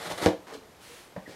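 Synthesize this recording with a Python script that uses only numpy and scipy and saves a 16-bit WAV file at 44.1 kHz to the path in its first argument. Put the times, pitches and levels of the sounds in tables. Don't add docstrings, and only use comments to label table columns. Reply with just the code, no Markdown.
import sys
import numpy as np
from scipy import signal
from scipy.fft import rfft, irfft
from scipy.io import wavfile

SR = 44100
rng = np.random.default_rng(int(sys.argv[2]) if len(sys.argv) > 2 else 0)


def wav_out(sig):
    wavfile.write(sys.argv[1], SR, np.round(np.clip(np.atleast_2d(sig).T, -1, 1) * 32767).astype(np.int16))


N = 59535
T = np.arange(N) / SR

# pitch_hz, relative_level_db, t60_s (time to fade by 60 dB)
BOX_TONES = [(99.9, -3, 0.105), (194, -3.5, 0.063), (308.9, 0, 0.1183), (345.7, -5.5, 0.13),
             (412, -5.5, 0.0625), (476.3, 2.5, 0.0916), (517.95, -1, 0.1104), (596.3, -5, 0.083),
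             (640.8, -6, 0.089), (742, -6, 0.075), (879.4, -8, 0.085), (945.1, -10, 0.0785),
             (1132.8, -15.5, 0.0805), (1620, -11, 0.076), (1740, -8, 0.076)]


def cut():
    # time_s, level_db
    drag = [(0, -46), (.025, -43), (.055, -43), (.07, -40.5), (.088, -45), (.122, -37.5), (.137, -48),
            (.172, -49.5), (.18, -40), (.207, -45), (.224, -35.5), (.26, -36), (.279, -43.5), (.303, -67.5),
            (.33, -100)]
    # frequency_hz, relative_level_db
    rasp_colour = [(40, -26.5), (85, -5.5), (170, -6), (240, -11), (400, -6.5), (600, 3), (950, -5),
                   (1350, -4), (1650, -7.5), (2000, -4.5), (2600, -14.5), (3500, -8), (4700, -13.5),
                   (6000, -17), (9000, -18), (12500, -24), (15500, -39)]
    # time_s, level_db
    snap_times = [(0.071, -21.5), (.111, -21), (.121, -19), (.2602, -2.5), (0.2666, -8), (0.2707, -12.5),
                  (.287, -17)]
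    # frequency_hz, relative_level_db
    snap_colour = [(200, -20.5), (1000, -3), (2000, -0.5), (3600, 1), (5500, -7), (8000, -17),
                   (15000, -34.5)]
    slips_per_s, slip_spread_db = 8000, 2
    box_db, snap_t60_s = -9, 0.0084

    drag_s, drag_db = np.transpose(drag)
    tearing = slips(slips_per_s, slip_spread_db) * from_db(np.interp(T, drag_s, drag_db))
    rasp = colour(tearing, rasp_colour) * from_db(4)
    shaken_box = edge(ring(tearing, BOX_TONES), 283, "high")
    body = rms_one(shaken_box) * np.std(tearing) * from_db(box_db)
    snaps = sum(from_db(db) * burst(s, snap_t60_s) for s, db in snap_times)
    return rasp + body + colour(snaps, snap_colour)


def jolts():
    # time_s, level_db, dull_above_hz, thin_below_hz
    blows = [(.111, -42, 3000, 400), (.123, -37.5, 140, 60), (.184, -35, 2200, 596),
             (.2165, -34.5, 1200, 300), (.228, -32.5, 1790, 128.4), (.2615, -16.5, 1008, 75.8),
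             (0.2677, -24.5, 904, 262.5), (0.2839, -24, 840, 257), (1.2776, -41.5, 375, 125)]
    # frequency_hz, relative_level_db
    crush_colour = [(45, -29.5), (90, 3.5), (200, 0.5), (450, 2.5), (800, 2.5), (1200, -1), (1800, 1.5),
                    (3000, -7.5), (5000, -19.5), (15000, -36.5)]
    crush_db, crush_t60_s = 22, 0.0535

    out = 0
    for s, db, dull_hz, thin_hz in blows:
        ringing = ring(click(s, db), BOX_TONES)
        crush = from_db(db + crush_db) * colour(burst(s, crush_t60_s), crush_colour)
        dulled = edge(ringing + crush, dull_hz, "low")
        out = out + edge(dulled, thin_hz, "high")
    return out


def knock():
    # time_s, level_db
    touches = [(1.1635, -36), (1.1765, -43)]
    # pitch_hz, relative_level_db, t60_s
    wall_tones = [(115.3, -10.5, 0.185), (190.7, -5.5, .14), (477.2, -7.5, 0.0645), (567.2, -0.5, 0.123),
                  (619.5, -3, 0.158), (789, -5, .05), (959, -4, 0.053), (1755, -15.5, 0.106),
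                  (2326, -21, .04)]
    # frequency_hz, relative_level_db
    crush_colour = [(50, -37), (90, -10.5), (190, 5), (330, -9), (580, 2.5), (800, -2), (1020, -2.5),
                    (1350, -19), (1800, -11), (2700, -27.5), (6000, -35.5), (15000, -52.5)]
    crush_db, crush_t60_s = 27.5, 0.1146

    taps = sum(click(s, db) for s, db in touches)
    crush = sum(from_db(db + crush_db) * burst(s, crush_t60_s) for s, db in touches)
    return ring(taps, wall_tones) + colour(crush, crush_colour)


def rubs():
    # start_s, attack_s, hold_s, release_s (time to fall by 40 dB), level_db
    flap = (0.4642, 0.0072, 0.0715, 0.0757, -47.5)
    scuff = (0.5261, 0.0084, 0.0057, 0.1059, -46.5)
    palm = (0.79, 0.0453, 0.1655, 0.2549, -52)
    entry = (1.26, 0.0347, 0.02, .3, -48)
    # frequency_hz, relative_level_db
    flap_colour = [(60, -22.5), (200, -5), (450, -0.5), (850, 0), (1300, -2.5), (2200, -10.5),
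                   (6000, -17.5), (15000, -33.5)]
    scuff_colour = [(60, -20.5), (160, 0), (900, -1.5), (2200, -4), (4500, -1.5), (8000, -11.5),
                    (15000, -26)]
    palm_colour = [(70, -10.5), (150, -14.5), (500, -7), (1000, -3.5), (2100, -0.5), (3500, -2.5),
                   (7000, -8), (10000, -8), (15000, -19.5)]
    entry_colour = [(60, -10), (160, 7.5), (300, -1), (550, 6), (1100, -7), (1500, -7.5), (1900, -1.5),
                    (2600, -9), (4500, -8.5), (8000, -16.5), (15000, -29.5)]

    hands = rub(flap, flap_colour, 3000) + rub(scuff, scuff_colour, 3000) + rub(palm, palm_colour, 20000)
    return hands + rub(entry, entry_colour, 9000)


def rub(stroke, spectrum, grains_per_s):
    start, attack, hold, release, db = stroke
    rise = np.clip((T - start) / attack, 0, 1)
    fall = from_db(-40 * np.maximum(T - start - attack - hold, 0) / release)
    return colour(slips(grains_per_s, 2.51) * rise * fall * from_db(db), spectrum)


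def squeaks():
    # start_s, length_s, pitch_hz, pitch_waver_hz (rms), level_db (peak, before flutter)
    tones = [(0.48, 0.1265, 442, 12, -43.5), (0.524, 0.0892, 276.8, 12, -48),
             (0.879, 0.078, 474, 9.3, -55.5), (1.253, 0.0258, 1898, 180, -45)]
    out = 0
    for s, length, hz, waver_hz, db in tones:
        waver = rms_one(edge(rng.standard_normal(N), 59.82, "low"))
        flutter = from_db(3.33 * rms_one(edge(rng.standard_normal(N), 72, "low")))
        swell = np.sin(np.pi * np.clip((T - s) / length, 0, 1))
        phase = 2 * np.pi * np.cumsum(hz + waver_hz * waver) / SR
        out = out + from_db(db) * swell * flutter * np.sin(phase)
    return out


def room(x):
    t60_s, treble_t60_s, split_hz = 0.2672, 0.2323, 1987
    level_db, gap_s = -5.5, .004
    low_hz = 170

    low_tail = edge(burst(gap_s, t60_s), split_hz, "low")
    treble_tail = edge(burst(gap_s, treble_t60_s), split_hz, "high")
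    reflections = signal.fftconvolve(edge(x, low_hz, "high"), low_tail + treble_tail)[:N]
    return x + from_db(level_db) * reflections


def background():
    # frequency_hz, relative_level_db
    noise_colour = [(20, -13), (70, -4), (200, -3.5), (450, -2.5), (800, -5.5), (1300, -9.5), (2900, -15.5),
                    (7000, -21.5), (12500, -26), (15500, -36)]
    noise_db, whine_hz, whine_db = -54, 11800, -76.5

    noise = from_db(noise_db) * colour(rng.standard_normal(N), noise_colour)
    whine = from_db(whine_db) * np.sqrt(2) * np.sin(2 * np.pi * whine_hz * T)
    return noise + whine


def slips(per_s, spread_db):
    sizes = from_db(spread_db * np.minimum(rng.exponential(1, N), 5))
    signed_sizes = sizes * rng.choice([-1, 1], N)
    return rms_one(signed_sizes * (rng.random(N) < per_s / SR))


def click(s, db):
    return from_db(db) * (np.arange(N) == int(s * SR))


def burst(s, t60):
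    fade = from_db(-60 * np.maximum(T - s, 0) / t60)
    noise = rng.standard_normal(N) * (T >= s) * fade
    return rms_one(noise) / np.sqrt(N)


def ring(force, modes):
    out = 0
    for hz, db, t60 in modes:
        decay = np.exp(-np.log(1000) / (t60 * SR))
        turn = 2 * np.pi * hz / SR
        feedback = [1, -2 * decay * np.cos(turn), decay * decay]
        out = out + from_db(db) * signal.lfilter([0, np.sin(turn)], feedback, force + 1e-18)
    return out


def colour(x, points):
    hz, db = np.transpose(points)
    bins_hz = np.arange(N + 1) * SR / (2 * N)
    gain = rms_one(from_db(np.interp(np.log(bins_hz + 1), np.log(hz), db)))
    cepstrum = irfft(np.log(gain))
    cepstrum[1:N] *= 2
    cepstrum[N + 1:] = 0
    return irfft(rfft(x, 2 * N) * np.exp(rfft(cepstrum)))[:N]


def edge(x, hz, kind, order=2):
    sections = signal.butter(order, np.clip(hz, 10, SR / 2 - 999), kind, fs=SR, output="sos")
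    return signal.sosfilt(sections, x + 1e-18)


def rms_one(x):
    return x / np.sqrt(np.mean(x ** 2) + 1e-20)


def from_db(db):
    return 10 ** (np.asarray(db) / 20)


def scene():
    sources = cut() + jolts() + knock() + rubs() + squeaks()
    return (room(edge(sources, 65, "high")) + background())[None]


def record(dry):
    cutoff_hz = 15800
    steep_cut = signal.ellip(12, .1, 90, cutoff_hz, fs=SR, output="sos")
    return signal.sosfilt(steep_cut, edge(dry, 25, "high"))


dry = scene()
out = record(dry)
wav_out(out)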